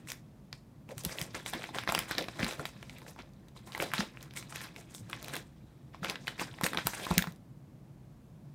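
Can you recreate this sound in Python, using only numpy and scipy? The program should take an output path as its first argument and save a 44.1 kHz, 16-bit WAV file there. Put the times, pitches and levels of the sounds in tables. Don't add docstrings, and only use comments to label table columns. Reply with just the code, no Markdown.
import sys
import numpy as np
from scipy import signal
from scipy.fft import rfft, irfft
from scipy.io import wavfile

SR = 44100
rng = np.random.default_rng(int(sys.argv[2]) if len(sys.argv) > 2 else 0)


def volts(x):
    e = np.asarray(x, float) / 20
    return 10 ** e


def store_wav(level_fs):
    pcm = np.round(np.clip(np.atleast_2d(level_fs), -1, 1) * 32767)
    wavfile.write(sys.argv[1], SR, pcm.T.astype(np.int16))


N = 376746


def rms_one(x):
    return x / np.sqrt(np.mean(x ** 2) + 1e-20)


def band(x, low_hz, high_hz):
    high_hz = min(high_hz, 0.45 * SR)
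    return signal.sosfilt(signal.butter(2, [low_hz, high_hz], "band", fs=SR, output="sos"), x)


def ring(clicks, hz, t60):
    radius, angle = volts(-60 / (t60 * SR)), 2 * np.pi * hz / SR
    return signal.lfilter([0, np.sin(angle)], [1, -2 * radius * np.cos(angle), radius ** 2], clicks + 1e-18)


def damped(hz, t60, size):
    t = np.arange(size) / SR
    return np.sin(2 * np.pi * hz * t) * volts(-60 * t / t60)


def drift(rate_hz):
    r = np.exp(-2 * np.pi * rate_hz / SR)
    run_in = SR
    slow = signal.lfilter([1], [1, -2 * r, r * r], rng.standard_normal(N + run_in))
    return rms_one(slow[run_in:])


def add(out, start_s, sound):
    i = round(start_s * SR)
    out[i:i + len(sound)] += sound[:N - i]


# pitch_hz, level_db
AIR_SPECTRUM = [(180, -23), (300, -4), (425, -9.5), (554, -9.5), (1170, -18.5), (1290, -21.5),
                (3010, -29.5), (11000, -35.5), (15800, -36.5)]


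def air():
    hz = np.maximum(np.fft.rfftfreq(N, 1 / SR), 1)
    point_hz, point_db = np.transpose(AIR_SPECTRUM)
    shape_db = np.interp(np.log(hz), np.log(point_hz), point_db)
    hiss = irfft(rfft(rng.standard_normal(N)) * volts(shape_db), N)
    return volts(-65) * rms_one(hiss)


# peak_s, rise above the usual level_db
HUM_SWELLS = [(5.022, 16), (5.64, 6)]


def swelling():
    usual_db, rise_s, fall_s = -6.5, 0.03, 0.04
    t = np.arange(N + SR) / SR - 1
    level_db = np.full(len(t), usual_db)
    for peak_s, swell_db in HUM_SWELLS:
        level_db += swell_db * np.exp(np.minimum((t - peak_s) / rise_s, (peak_s - t) / fall_s))
    return level_db


# pitch_hz, width_hz, level_db before drift and swelling
HUM_RESONANCES = [(51, 48, -63), (133.6, 47, -48.5), (202, 44, -62), (252.2, 30, -66.5), (319.5, 40, -69)]


def hum():
    out = np.zeros(N)
    for k, (hz, width_hz, level_db) in enumerate(HUM_RESONANCES):
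        drive = rng.standard_normal(N + SR)
        if k == 1:
            drive *= volts(swelling())
        tone = band(drive, hz - width_hz / 2, hz + width_hz / 2)[SR:]
        tone *= np.sqrt(SR / 2 / width_hz)
        out += volts(level_db + 1.3 * drift(1.6)) * tone
    return out


# delay_s, level_db
NEAR_ECHOES = [(.0058, -22), (.0115, -20)]
# pitch_hz, t60_s, level_db relative to equal energy per Hz
ROOM_BANDS = [(300, .25, -6), (1200, .24, -8), (3500, .23, -8), (9000, .21, -9)]


def room(x):
    t = np.arange(SR // 2) / SR
    answer = np.zeros(len(t))
    for hz, t60, level_db in ROOM_BANDS:
        noise = band(rng.standard_normal(len(t)), hz / 1.9, hz * 1.9)
        tail = noise * volts(-60 * t / t60) * (1 - np.exp(-t / 0.00063))
        equal_energy = np.sqrt(hz / SR / np.sum(tail ** 2))
        answer += volts(level_db) * tail * equal_energy
    for delay_s, level_db in NEAR_ECHOES:
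        answer[round(delay_s * SR)] += volts(level_db)
    return signal.fftconvolve(x, answer)[:N]


# start_s, peak_db, pitch_hz, t60_s, deep shove_db relative to the ring
LOW_THUMPS = [(0.968, -40, 121, 0.1, -27), (1.06, -27, 171, 0.025, -7), (1.214, -31.5, 137, 0.047, -11),
              (1.882, -45, 162, 0.066, -24), (2.174, -38, 235, 0.11, -31), (2.395, -35, 115, 0.084, -21),
              (2.43, -25.5, 229, 0.031, -16), (2.589, -37, 140, 0.061, -14), (3.819, -44.5, 237, 0.16, 9),
              (3.932, -41, 137, 0.14, -19), (3.991, -25, 205, 0.056, -33), (6.02, -34.5, 182, 0.044, -26),
              (6.633, -26, 188, 0.023, -33), (6.853, -31, 149, 0.038, -22), (7.107, -20.5, 180, 0.046, -3),
              (7.175, -19.5, 185, 0.047, -7), (7.272, -34, 177, 0.057, -27)]


def thumps():
    out, t = np.zeros(N), np.arange(SR // 3) / SR
    for start_s, peak_db, hz, t60, shove_db in LOW_THUMPS:
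        sound = damped(hz, t60, len(t)) + volts(shove_db) * damped(74.0, 0.037, len(t))
        sound *= 1 - np.exp(-t / 0.003)
        add(out, start_s, volts(peak_db) * sound / np.abs(sound).max())
    return out


# full_strength_s, hold_s, middle crinkle_db,
# brightness_db and weight_db (fine and large creases relative to the middle ones)
FINGER_SQUEEZES = [(0.092, 0.007, -50.5, 5, -2), (0.55, .005, -66, -5, -8), (0.896, 0.016, -58.5, -4.5, 6),
                   (0.98, .02, -56.5, 3.5, -15), (1.046, .08, -48.5, -3.5, 0), (1.175, 0.052, -47, -1.5, 1),
                   (1.351, 0.011, -43, -6, -3.5), (1.468, .012, -46.5, 1.5, -11),
                   (1.537, 0.0087, -39.5, -11, -4.5), (1.598, 0.074, -55.5, -6, -4),
                   (1.751, 0.0088, -43.5, -10, -7.5), (1.782, 0.0088, -47, -7, -12),
                   (1.89, 0.11, -40.5, -8.5, -1), (2.088, 0.014, -52.5, -2, -10),
                   (2.113, 0.0061, -39, -18, -22), (2.189, 0.0033, -39.5, -8.5, 0.5),
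                   (2.358, .03, -52, -13, -3), (2.394, 0.06, -41.5, -9, -2), (2.483, 0.04, -43.5, -4.5, 1),
                   (2.594, .005, -51, -7, 9), (2.66, 0.0043, -54.5, 3.5, -10), (2.847, 0.18, -70.5, 2, 5),
                   (3.083, 0.0044, -56.5, 2.5, -0.5), (3.19, .005, -54, -13, -0.5),
                   (3.566, 0.0045, -59, -7, -3), (3.677, 0.0045, -53, -4.5, -2),
                   (3.733, 0.055, -50, -6.5, -5), (3.806, 0.034, -40.5, -2.5, 2.5),
                   (3.94, 0.019, -40, -7, -19), (3.99, 0.014, -39, -8, -4.5), (4.207, .02, -59.5, -2, -0.5),
                   (4.365, .015, -49, 1.5, -8.5), (4.499, 0.049, -56, 0, -3),
                   (4.552, 0.091, -47.5, -6, -10), (4.77, 0.019, -56.5, 0.5, 3.5),
                   (4.91, 0.0091, -70, 8, -11), (4.953, 0.026, -69.5, 16.5, -13),
                   (5.096, 0.017, -57.5, -5, 1), (5.138, 0.0092, -51, -10, -8), (5.238, 0.084, -63.5, 0, 6),
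                   (5.334, 0.031, -46.5, -4.5, -4), (5.946, .005, -58, -17, -7),
                   (6.039, 0.071, -43.5, -11, -2), (6.282, .015, -48.5, -11, -9),
                   (6.395, 0.0079, -39, -7.5, -3.5), (6.616, .02, -49, -20, -6),
                   (6.64, 0.013, -38.5, -1.5, -2.5), (6.72, .03, -54, -27, 8),
                   (6.776, .012, -42, -11, -9.5), (6.863, 0.016, -44.5, -2.5, -13.5),
                   (6.937, 0.047, -46.5, -6, -10), (6.998, 0.04, -43, -5, 0.5),
                   (7.108, 0.014, -42.5, -5, 4), (7.153, 0.036, -47, -11.5, 3),
                   (7.266, .01, -59.5, 0, 10.5)]
# time_s, middle crinkle_db
GRIP_FIRMNESS = [(0, -69), (.3, -79), (.85, -86), (1.05, -62), (2.3, -57), (2.72, -65), (2.82, -62.5),
                 (3.06, -62), (3.28, -76), (3.55, -76), (4.1, -65), (5.08, -67), (5.3, -51.5),
                 (5.49, -75.5), (5.93, -77.5), (6.2, -61.5), (6.55, -60.5), (7.2, -47.5), (7.33, -79.5),
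                 (7.5, -90), (8.54, -81)]


def handling():
    grip_s, grip_db = np.transpose(GRIP_FIRMNESS)
    grip_db = np.interp(np.arange(N) / SR, grip_s, grip_db)
    power = volts(grip_db + np.array([[0], [-8.5], [-2]])) ** 2
    rise_db_per_s = 1001
    settle_db_per_s = 247.5 * np.array([[1], [1.24], [1]])
    for full_s, hold_s, level_db, bright_db, weight_db in FINGER_SQUEEZES:
        centre = round(full_s * SR)
        near = slice(max(centre - SR // 5, 0), centre + SR // 2)
        t = np.arange(N)[near] / SR - full_s
        rise_loss_db = rise_db_per_s * np.maximum(-t, 0)
        settle_loss_db = settle_db_per_s * np.maximum(t - hold_s, 0)
        peak_db = level_db + np.array([[0], [bright_db], [weight_db]])
        power[:, near] += volts(peak_db - rise_loss_db - settle_loss_db) ** 2
    return np.sqrt(power)


# pitch_hz, ring_cycles (t60 in periods, before any stretch), relative level_db
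FILM_PANELS = [(340, 1.04, 2.5), (570, 3.2, -4.5), (700, 3.6, -20.5), (1006, 6.1, -5), (1220, 1.5, 0.5),
               (1500, 1.8, 2.5), (1770, 4.2, 3), (2100, 12, -7.5), (2500, 6.3, 1), (3370, 8.6, -0.5),
               (3870, 12.6, -1), (5080, 8.9, 0)]
# pitch_hz, ring_cycles (as above), relative level_db
FINE_CREASES = [(6250, 3.9, 2.5), (8200, 5.8, 1.5), (10800, 6., -7), (12200, 6., -8), (13800, 5., -8),
                (15500, 6., -13.5)]


def crinkle():
    middle_gain, treble_gain, bass_gain = handling()
    median_flips_per_s, size_spread_db, rub_db = 2500.0, 5.5, -15.0
    flip_chance = median_flips_per_s * volts(5.0 * drift(40.0)) / SR
    born = np.flatnonzero(rng.random(N) < flip_chance)
    sizes = volts(size_spread_db * np.minimum(rng.exponential(1, len(born)), 3.5))
    facet_hz = 350 * 45 ** rng.random(len(born))
    shared_flicker_db = 1.8 * drift(30.0)
    groups = []
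    for modes in (FILM_PANELS[:3], FILM_PANELS[3:], FINE_CREASES):
        out = np.zeros(N)
        for hz, cycles, level_db in modes:
            rub_level_db = level_db + rub_db + shared_flicker_db + 5.2 * drift(22.0)
            clicks = volts(rub_level_db) * rng.standard_normal(N)
            octaves_apart = np.log2(hz / facet_hz)
            near = np.exp(-(octaves_apart / 0.27) ** 2)
            clicks[born] += sizes * near * volts(level_db) * rng.standard_normal(len(born))
            ringing = ring(clicks, hz, 1.65 * cycles / hz)
            out += band(ringing, hz / 2, hz * 2)
        groups.append(rms_one(out))
    bass, middle, treble = groups
    return middle_gain * middle + treble_gain * treble + bass_gain * bass


# start_s, body peak_db, facet pitch_hz, bright tick_db relative to the body
CREASE_SNAPS = [(0.073, -38.5, 2100, -5), (0.0863, -34.5, 2520, -4), (0.102, -34, 2280, -5),
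                (0.1184, -29, 4920, 2.5), (0.5283, -26.5, 4300, -38), (0.8904, -39.5, 2410, -11),
                (0.914, -48, 8000, 2), (0.9803, -34, 2600, 3.5), (1.0364, -46, 2480, 13),
                (1.0496, -25.5, 2640, 9.5), (1.0943, -29.5, 1770, -20), (1.17, -44, 7500, 1),
                (1.1854, -20.5, 2260, -42), (1.2146, -23.5, 2570, 0.5), (1.3459, -25, 2110, -22),
                (1.3528, -29, 1890, -15), (1.4615, -20.5, 2500, -14), (1.535, -21, 1860, -22),
                (1.621, -32, 2400, -33.5), (1.6405, -25.5, 3450, -23), (1.6904, -34, 1130, -28),
                (1.7471, -24.5, 2480, -19), (1.7856, -16.5, 2340, -17), (1.836, -28, 2100, -20),
                (1.8755, -16.5, 1880, -41), (1.8904, -17.5, 1490, -29), (1.8976, -21.5, 2090, -20),
                (1.9222, -18, 1130, -5), (1.949, -13, 2170, -11.5), (1.9786, -18, 2020, -22),
                (1.9899, -19.5, 1070, 5), (2.0832, -32, 1500, -11), (2.1109, -19.5, 1680, -6.5),
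                (2.1504, -28, 2180, -32), (2.1821, -12.5, 2200, -17), (2.2242, -29, 2470, -25),
                (2.2417, -29, 1740, -17), (2.2842, -23.5, 1990, -40), (2.393, -27, 2090, -29),
                (2.4032, -23.5, 2200, -26), (2.43, -16.5, 2160, -17), (2.445, -22, 4300, -7),
                (2.4652, -24, 2040, -11), (2.51, -25, 2100, -17), (2.595, -26.5, 1250, -38),
                (2.6542, -18.5, 2220, -12.5), (2.828, -31, 1640, -38), (2.8961, -31, 1790, -29),
                (2.984, -45, 2300, 5.5), (3.018, -41, 960, -16), (3.065, -36, 1740, -23),
                (3.082, -40.5, 3600, -15), (3.1617, -42.5, 991, -20), (3.1896, -31.5, 2340, -33),
                (3.335, -55, 6500, -5), (3.484, -48, 6500, -4), (3.5638, -43, 1036, -27),
                (3.6738, -42.5, 960, -2), (3.721, -32.5, 3720, -11), (3.7491, -24, 2040, -15),
                (3.7774, -27, 1030, -5.5), (3.801, -17, 2180, -27), (3.8239, -24.5, 1160, -2),
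                (3.917, -30, 1770, -10), (3.9364, -14, 2200, -9), (3.981, -17.5, 2100, -46),
                (3.9868, -29, 1720, -30.5), (4.0057, -19.5, 1920, -23), (4.1721, -32.5, 1980, -25),
                (4.2276, -36, 3800, 0.5), (4.3088, -39, 3930, -19), (4.337, -40, 4000, -6),
                (4.372, -34, 3030, 0), (4.426, -36, 2160, -11), (4.5244, -32, 1240, -36),
                (4.5586, -27.5, 2250, -1.5), (4.615, -38, 2320, 1), (4.67, -39, 1270, -17),
                (4.7624, -33, 2150, -13), (4.948, -34, 5400, -3), (4.9815, -35, 6600, -17),
                (5.0983, -35.5, 1410, 0), (5.13, -20.5, 2230, -41), (5.227, -37.5, 1650, 3),
                (5.245, -33.5, 3200, -1), (5.2828, -29.5, 3100, -3), (5.3366, -26.5, 3440, -5),
                (5.3544, -26.5, 3240, -3.5), (5.3654, -27.5, 1300, 0), (5.9458, -35, 1060, -32),
                (6.031, -29.5, 1440, -35), (6.0461, -19, 1400, -12), (6.098, -18.5, 3700, -5.5),
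                (6.1566, -24.5, 2940, -32), (6.271, -25, 2500, -20), (6.2796, -18.5, 2000, -24),
                (6.3959, -21, 1420, -15), (6.54, -37, 2200, -25), (6.5864, -33, 1960, -32),
                (6.6118, -21.5, 1030, -10), (6.6356, -19.5, 2350, -2), (6.6411, -15.5, 3000, -5),
                (6.6642, -15, 2320, -5), (6.7328, -21, 2370, -36), (6.7467, -23.5, 990, -40),
                (6.773, -16, 2180, -34), (6.785, -22.5, 1410, -27), (6.8697, -15, 1010, 3),
                (6.9344, -27.5, 1900, -20), (7.0668, -23, 1050, -14), (7.1117, -18, 1010, -11),
                (7.18, -12, 1560, 7), (7.1908, -19, 1500, -22), (7.223, -18.5, 2670, -8),
                (7.241, -26, 1110, -28), (7.2719, -26.5, 1410, -13), (7.3074, -50, 8450, -5),
                (7.322, -46.5, 7500, 3), (7.35, -60.5, 8980, -1.5), (7.36, -52, 9000, -1)]


def snaps():
    out, t, ring_size = np.zeros(N), np.arange(2600) / SR, 700
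    tearing = (1 - np.exp(-t / 0.00023)) * (np.exp(-t / 0.0004) + 0.25 * np.exp(-t / 0.0027))
    tick_shape = (1 - np.exp(-t / 0.00017)) * np.exp(-t / 0.0011)
    for start_s, peak_db, hz, tick_db in CREASE_SNAPS:
        rough, bright, grains = rng.standard_normal((3, len(t)))
        settling = 0.026 * grains ** 2 * np.exp(-t / 0.013)
        burst = rough * (tearing + settling)
        burst[8] += 2.5
        body = damped(hz, 6.0 / hz, ring_size)
        for (mode_hz, cycles, level_db), strength in zip(FILM_PANELS[2:], grains[::-1]):
            near = np.exp(-np.log2(mode_hz / hz) ** 2)
            body += volts(level_db - 3.5) * near * strength * damped(mode_hz, cycles / mode_hz, ring_size)
        body[:6] += 0.25
        sound = signal.fftconvolve(burst, body)[:len(t)]
        tick = band(bright * (tick_shape + 0.32 * settling), 2600, 16000)
        snap = sound / np.abs(sound).max() + volts(tick_db) * tick / np.abs(tick).max()
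        add(out, start_s, volts(peak_db) * snap)
    return out


def scene():
    pouch = crinkle() + snaps() + thumps()
    return (pouch + room(pouch) + hum() + air())[None]


def band_limit(x):
    return signal.sosfilt(signal.butter(12, 17050, fs=SR, output="sos"), x)


def record(dry):
    x = signal.sosfilt(signal.butter(6, 42.0, "high", fs=SR, output="sos"), dry)
    x = signal.sosfilt(signal.cheby2(10, 60, 17000, fs=SR, output="sos"), x)
    return band_limit(x)


dry = scene()
out = record(dry)
store_wav(out)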